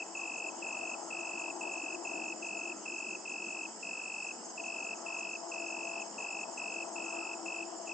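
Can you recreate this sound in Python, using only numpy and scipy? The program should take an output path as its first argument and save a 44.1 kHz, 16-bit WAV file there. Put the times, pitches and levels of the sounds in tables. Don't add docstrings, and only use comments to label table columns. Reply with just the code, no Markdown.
import sys
import numpy as np
from scipy import signal
from scipy.fft import rfft, irfft
from scipy.io import wavfile
from scipy.ndimage import uniform_filter1d

SR = 44100
rng = np.random.default_rng(int(sys.argv[2]) if len(sys.argv) > 2 else 0)


def undo_db(level):
    steps = np.asarray(level, float) / 20
    return 10 ** steps


def to_wav(sig):
    pcm = np.clip(np.atleast_2d(sig), -1, 1) * 32767
    pcm = np.round(pcm).astype(np.int16)
    wavfile.write(sys.argv[1], SR, pcm.T)


N = 349713


def evened(x):
    return x / np.sqrt(np.mean(x ** 2) + 1e-20)


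def hiss():
    return rng.standard_normal(N)


def read(points, hz):
    f, value = np.transpose(points)
    return np.interp(np.log(hz + 1), np.log(f + 1), value)


def curve(table, column):
    rows = np.array(table)
    return np.interp(np.arange(N) / SR, rows[:, 0], rows[:, column])


def add(mix, s, sound):
    at = round(s * SR)
    part = mix[max(at, 0):max(at + len(sound), 0)]
    part += sound[max(-at, 0):][:len(part)]


def band(x, lo_hz, hi_hz):
    return signal.sosfilt(signal.butter(N=2, Wn=[lo_hz, hi_hz], btype="band", fs=SR, output="sos"), x)


def place(x, left_db, lag_ms):
    hz = np.fft.rfftfreq(N, 1 / SR)
    late = irfft(rfft(x) * np.exp(-2j * np.pi * hz * lag_ms / 1000), N)
    return np.array([x * undo_db(left_db / 2), late * undo_db(-left_db / 2)])


def resonate(x, hz, width):
    turn = np.exp(2j * np.pi * hz * np.arange(len(x)) / SR)
    r = np.exp(-np.pi * width / SR)
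    smooth = signal.lfilter([1], np.poly([r, r]), x / turn)
    return evened((turn * smooth).real)


def bed(spectrum, same, left, patchy_db):
    frames, hz = N // 256 + 5, np.fft.rfftfreq(1024, 1 / SR)
    a, b, c, d, patches = rng.standard_normal((frames, 513, 5)).T
    patches = uniform_filter1d(patches, size=10, axis=0)
    patches = evened(uniform_filter1d(patches, size=20, axis=1))
    like = np.clip(read(same, hz), -1, 1)[:, None]
    shared, own = a + 1j * b, c + 1j * d
    z = np.array([shared, like * shared + np.sqrt(1 - like ** 2) * own])
    side_db = np.array([[.5], [-.5]]) * read(left, hz)
    z *= undo_db((read(spectrum, hz) + side_db)[:, :, None] + patchy_db * patches)
    return evened(signal.istft(z, nperseg=1024, noverlap=768)[1][:, :N])


def field(x, t60, wet_db):
    t = np.arange(SR // 2) / SR
    tail = rng.standard_normal((2, len(t))) * undo_db(-60 * t / t60) * np.minimum(t / 0.0014, 1)
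    tail /= np.linalg.norm(tail[0])
    return undo_db(wet_db) * signal.fftconvolve(x[None], tail, axes=1)[:, :N]


# (frequency [Hz], level [dB per Hz])
AIR_COLOUR = [(30, 5.5), (60, -6.5), (120, -15), (160, -15.5), (215, 4), (270, -0.5), (340, 1), (500, -0.5),
              (900, -8), (1300, -8), (2200, -17.5), (2950, -23), (3500, -29), (4600, -47.5)]
# (frequency [Hz], likeness [0-1])
AIR_LIKENESS = [(30, 0.59), (100, 0.7), (200, 0.97), (500, 0.71), (1200, 0.21), (2000, 0.63), (3200, 0.12)]
# (frequency [Hz], left over right [dB])
AIR_LEAN = [(120, -3.5), (200, 1), (400, 0.5), (1200, 0), (2400, 5), (3500, -9)]


def night_air():
    return undo_db(-53.5) * bed(AIR_COLOUR, AIR_LIKENESS, AIR_LEAN, 1.3)


# (frequency [Hz], level [dB per Hz])
CHORUS_COLOUR = [(3000, -54), (3900, -31), (4250, -22.5), (4650, -9.5), (5000, -6.5), (5270, 0), (5550, -7),
                 (5880, -13), (6250, -3.5), (6750, -2.5), (7300, -0.5), (7850, -5.5), (8400, -17.5),
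                 (9100, -33.5)]
# (frequency [Hz], likeness [0-1])
CHORUS_LIKENESS = [(4500, 0.33), (5800, 0.13), (6700, 0.32), (7500, 0.78), (8500, 0.78)]
# (frequency [Hz], left over right [dB])
CHORUS_LEAN = [(4000, -6.5), (5000, -6.5), (5800, -2.5), (7000, -3), (8500, -0.5)]


def far_chorus():
    return undo_db(-51.5) * bed(CHORUS_COLOUR, CHORUS_LIKENESS, CHORUS_LEAN, 0.92)


# (start [s], end [s], hum [dB], octave [dB], broad share [0-1])
HUM_TIMES = [(0.0, 0.42, -56.5, -63, 0.47), (0.42, 1.5, -55, -54, 0.69), (1.5, 2.251, -49.5, -54, 0.87),
             (2.248, 2.613, -52.5, -54.5, 0.72), (2.623, 3.65, -54, -64.5, 0.8),
             (4.502, 5.197, -61.5, -54.5, .4), (5.204, 6.05, -54, -52, 0.13),
             (6.424, 6.614, -62, -50.5, 0.2), (6.623, 7.0, -53, -53, 0.26), (6.997, 7.72, -49, -53.5, 0.11),
             (7.721, 8.3, -55, -52, 0.5)]


def hum_spells(edge_s=0.16, rest_db=-62.5, rest_broad=0.93):
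    t = np.arange(N) / SR
    start, end, hum_db, octave_db, broad = np.array(HUM_TIMES).T[:, :, None]
    on = np.clip((t - start) / edge_s + .5, 0, 1) * np.clip((end - t) / edge_s + .5, 0, 1)
    gains = [np.sqrt((on * undo_db(db) ** 2).sum(0) + undo_db(rest_db) ** 2) for db in (hum_db, octave_db)]
    return gains, np.clip(rest_broad + (on * (broad - rest_broad)).sum(0), 0, 1)


def tyre_hum(hum_hz=336.4):
    gains, broad = hum_spells()
    waver = 0.65 * evened(resonate(hiss(), 0, 4.9))
    turns = 2 * np.pi * hum_hz * np.arange(N) / SR + waver
    out = np.zeros((2, N))
    for k, left_db in ((1, 7), (2, 10.5)):
        clean = np.sqrt(2) * np.sin(k * turns)
        clean = 0.78 * clean + (.3 + .12 * k) * resonate(hiss(), k * hum_hz, k * 14)
        wide = resonate(hiss(), k * hum_hz * 1.0035, k * 55)
        blend = np.sqrt(1 - broad) * clean + np.sqrt(broad) * wide
        out += place(blend * gains[k - 1], left_db, 0.25)
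    return out


# (middle [s], half length [s], level [dB])
WHINE_SWELLS = [
    (1.05, 0.32, -60),
    (2.75, .15, -62),
    (5.1, .2, -62),
    (7.2, 0.26, -55),
]


def tyre_whine():
    t = np.arange(N) / SR
    gain = undo_db(-65) + sum(undo_db(db) * np.exp(-((t - s) / half) ** 2) for s, half, db in WHINE_SWELLS)
    return place(resonate(hiss(), 1310, 170) * gain * undo_db(-2.5), 5.1, 0.12)


# (frequency [Hz], level [dB per Hz])
ROAR_COLOUR = [(150, -26.5), (300, -10.5), (600, -6.5), (750, 0.5), (950, 0), (1120, -8.5), (1600, -20.5),
               (2300, -34.5)]
# (time [s], level [dB])
ROAR_LEVEL = [(0, -55), (0.4, -52), (1.9, -51.5), (2.6, -56), (4.1, -56), (5.1, -52.5), (7.3, -51),
              (7.7, -51.5), (7.93, -54)]


def road():
    roar = bed(ROAR_COLOUR, [(300, 1.0), (1500, .85)], [(300, 0.0014), (1500, 0.01)], 1.16)
    roar = place(roar[0], 8.1, 0.14) + .15 * roar[1]
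    return tyre_hum() + tyre_whine() + undo_db(curve(ROAR_LEVEL, 1) + 1.0) * roar


def far_cricket(hz=2980, db=-70):
    throb_db = 2.6 * evened(uniform_filter1d(hiss(), size=1500))
    call = evened(resonate(hiss(), hz, 400) * undo_db(throb_db)) * undo_db(db)
    return place(call, -1.2, 0.014) + field(call, 0.24, -1.5)


# (strokes per second [1/s], start pitch [Hz], end pitch [Hz], stroke [ms], left over right [dB], right lag [ms])
KATYDID_WINGS = [
    (62.2, 4950, 5600, 6, -4, .003),
    (98.7, 8250, 7180, 6.6, -1.1, -.011),
    (106.4, 8300, 7220, 6.6, -1.2, -.012),
]
# (mean level [dB], swing [dB], cycle [s], loudest at [s])
KATYDID_SWELLS = [
    (-66, 4.5, 14, 6.5),
    (-63, 3, 2.9, 0.75),
    (-63.5, 3.8, 2.65, 1.6),
]


def katydids(rough=.35, wet_db=-4.5, boost_db=.8):
    out, t = np.zeros((2, N)), np.arange(N) / SR
    for wings, (db, swing_db, cycle, top) in zip(KATYDID_WINGS, KATYDID_SWELLS):
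        rate, start_hz, end_hz, ms, left_db, lag_ms = wings
        count = 2 + rate * t + .06 * evened(uniform_filter1d(hiss(), size=9000))
        along = np.minimum((count % 1) / rate * 1000 / ms, 1)
        hz = start_hz + (end_hz - start_hz) * along
        start = rng.random(1000)[count.astype(int)]
        tone = np.sin(2 * np.pi * (np.cumsum(hz) / SR + start))
        scratch = 1 + rough * evened(uniform_filter1d(hiss(), size=50))
        buzz = evened(tone * scratch * np.sin(np.pi * along) ** 2)
        swell_db = db + swing_db * np.cos(2 * np.pi * (t - top) / cycle)
        buzz *= undo_db(swell_db + boost_db)
        out += place(buzz, left_db, lag_ms) + field(buzz, 0.44, wet_db)
    return out


def note(shape, phase, stretch, overtone_db):
    ms, db, hz = np.transpose(shape)
    t = np.arange(ms[0], ms[-1], 1000 / SR / stretch)
    turns = phase + 2 * np.pi * np.cumsum(np.interp(t, ms, hz)) / SR
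    swell = uniform_filter1d(undo_db(np.interp(t, ms, db)), size=40)
    swell *= signal.windows.tukey(len(t), .15)
    return ms[0] / 1000, np.sqrt(2) * swell * (np.sin(turns) + undo_db(overtone_db) * np.sin(2 * turns))


def repeats(runs, every_s):
    events = []
    for first, last, db in runs:
        count = round((last - first) / every_s) + 1
        events += [(s, db) for s in np.linspace(first, last, count)]
    return events


def caller(events, shape, left_db, lag_ms, wet_db, boost_db, wobble_s, wobble_db):
    out, chance = np.zeros(N), rng.standard_normal((len(events), 4))
    for (s, db), (phase, stretch, late, strong) in zip(events, chance):
        lead, sound = note(shape, 10 * phase, 1 + 0.076 * stretch, -60)
        add(out, s + lead + wobble_s * late, sound * undo_db(db + boost_db + wobble_db * strong))
    return place(out, left_db, lag_ms) + field(out, 0.24, wet_db)


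# (time [ms], level [dB], pitch [Hz])
TICK_STROKE = [(-17, -25, 7115), (-12, -3, 7105), (-6, -2.5, 7098), (-1, -9, 7095), (4, -4, 7095),
               (8, -1, 7085), (11, -1, 7060), (15, -12, 7030), (18, -25, 7020)]
# (middle of first note [s], middle of last note [s], level [dB])
TICKER_RUNS = [
    (.076, .684, -47.5),
    (.787, 1.301, -49),
    (1.406, 2.374, -46.5),
    (2.478, 3.407, -49.5),
    (3.51, 4.562, -50.5),
    (4.66, 5.394, -49),
    (5.497, 6.523, -48.5),
    (6.629, 6.844, -51),
    (6.944, 7.877, -46.5),
]


def ticker():
    ticks = repeats(TICKER_RUNS, every_s=.104)
    return caller(ticks, TICK_STROKE, -2.7, 0.023, -4.5, -0.2, .002, 1.3)


# (time [ms], level [dB], pitch [Hz])
PAIR_STROKE = [(-16, -25, 6410), (-12, -6, 6440), (-4, -1, 6455), (2, 0, 6430), (7, -1.5, 6360),
               (11, -3.5, 6285), (14, -10, 6220), (17, -25, 6180)]
# (first pair [s], last pair [s], level [dB])
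CHIRP_BOUTS = [
    (-0.005, 3.636, -50.5),
    (4.278, 7.059, -49.5),
    (7.826, 8.0, -50),
]


def pair_chirper(gap_s=.044):
    firsts = repeats(CHIRP_BOUTS, every_s=.1735)
    pairs = firsts + [(s + gap_s, db - .5) for s, db in firsts]
    return caller(pairs, PAIR_STROKE, -2.5, 0.0061, -2.7, -3.5, 0.0023, 0.99)


# (first stroke [s], last stroke [s], level [dB], first stroke against the rest [dB])
CRICKET_TRILLS = [(-0.083, 0.02, -37.5, -3), (0.15, 0.482, -37.5, -1.5), (0.622, 0.9344, -37.5, -2),
                  (1.1042, 1.4987, -38, -1), (1.609, 1.9429, -38, 0), (2.0488, 2.3192, -38, -1),
                  (2.4232, 2.715, -38, -.6), (2.856, 3.147, -38, -1), (3.254, 3.65, -38.5, -0.5),
                  (3.8265, 4.306, -38.5, -1), (4.5747, 4.595, -38, -1.5), (4.637, 4.9278, -38, -1),
                  (5.0607, 5.351, -38, -1), (5.516, 6.0162, -38.5, -0.5), (6.181, 6.4286, -38, -1.5),
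                  (6.574, 6.822, -38, -1.5), (6.9573, 7.3307, -38.5, -1.5), (7.458, 7.623, -38, -1.5),
                  (7.871, 7.9126, -38.5, -5)]
# (time [ms], level [dB], pitch [Hz])
CRICKET_STROKE = [(-2.5, -26.5, 2725), (-1.5, -19.5, 2680), (0.5, -6.5, 2712), (2, -1.5, 2663),
                  (5.5, 0.5, 2636), (7, 0.5, 2554), (10.5, -1.5, 2561), (12.5, -10, 2504),
                  (19.5, -30.5, 2530)]
# (time [s], level [dB])
BROKEN_STROKE = (4.6185, -56)
# (delay [s], level [dB], left over right [dB])
TRUNK_ECHOES = [
    (0.013, -23, -0.5),
    (.047, -24.5, 5.5),
    (.059, -25.5, 1),
    (0.074, -33.5, 3.5),
    (.13, -32.5, -6),
]


def cricket(ring_hz=2608, period=.02075, jitter=0.00026):
    out = np.zeros(N)
    for first, last, db, first_db in CRICKET_TRILLS:
        k = np.arange(round((last - first) / period) + 1)
        paced = np.cumsum(1 - .05 * np.exp(-k / 2.8) + 0.00064 * k)
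        times = first + (last - first) * (paced - paced[0]) / (paced[-1] - paced[0])
        chance = rng.standard_normal((30, 4))
        walk = np.cumsum(1.1 * chance[:, 0] + 1.6 * chance[-1, 1])
        for i, s in enumerate(times + jitter * chance[k, 1]):
            phase = 2 * np.pi * ring_hz * s + walk[i]
            lead, sound = note(CRICKET_STROKE, phase, 1 + 0.024 * chance[i, 2], -33.0)
            add(out, s + lead, sound * undo_db(db + .5 * chance[i, 3] + first_db * (i == 0)))
    lead, sound = note([(0, -11, 2820), (2, 2, 2860), (6, -8, 2700), (8, -14, 2725)], 0, 1, -40)
    add(out, BROKEN_STROKE[0], sound * undo_db(BROKEN_STROKE[1]))
    out = band(out, 2473, 3150)
    core = band(out, 2563, 2628)
    echoes = np.zeros((2, N))
    for s, db, left_db in TRUNK_ECHOES:
        late = np.pad(core, (round(s * SR), 0))[:N]
        echoes += place(late * undo_db(db), left_db, 0)
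    return place(out, 1.6, 0) + echoes + field(out, .5, -22.0)


def scene():
    background = night_air() + far_chorus() + road()
    return background + far_cricket() + katydids() + ticker() + pair_chirper() + cricket()


def top_cut(x):
    return signal.sosfilt(signal.butter(12, 9410, fs=SR, output="sos"), x)


def record(dry):
    thin = signal.sosfilt(signal.butter(N=3, Wn=175, btype="high", fs=SR, output="sos"), dry)
    edge = signal.firwin(1601, 8945, window=("kaiser", 9), fs=SR)
    mix = signal.oaconvolve(thin, edge[None], "same")
    return top_cut(mix)


dry = scene()
out = record(dry)
to_wav(out)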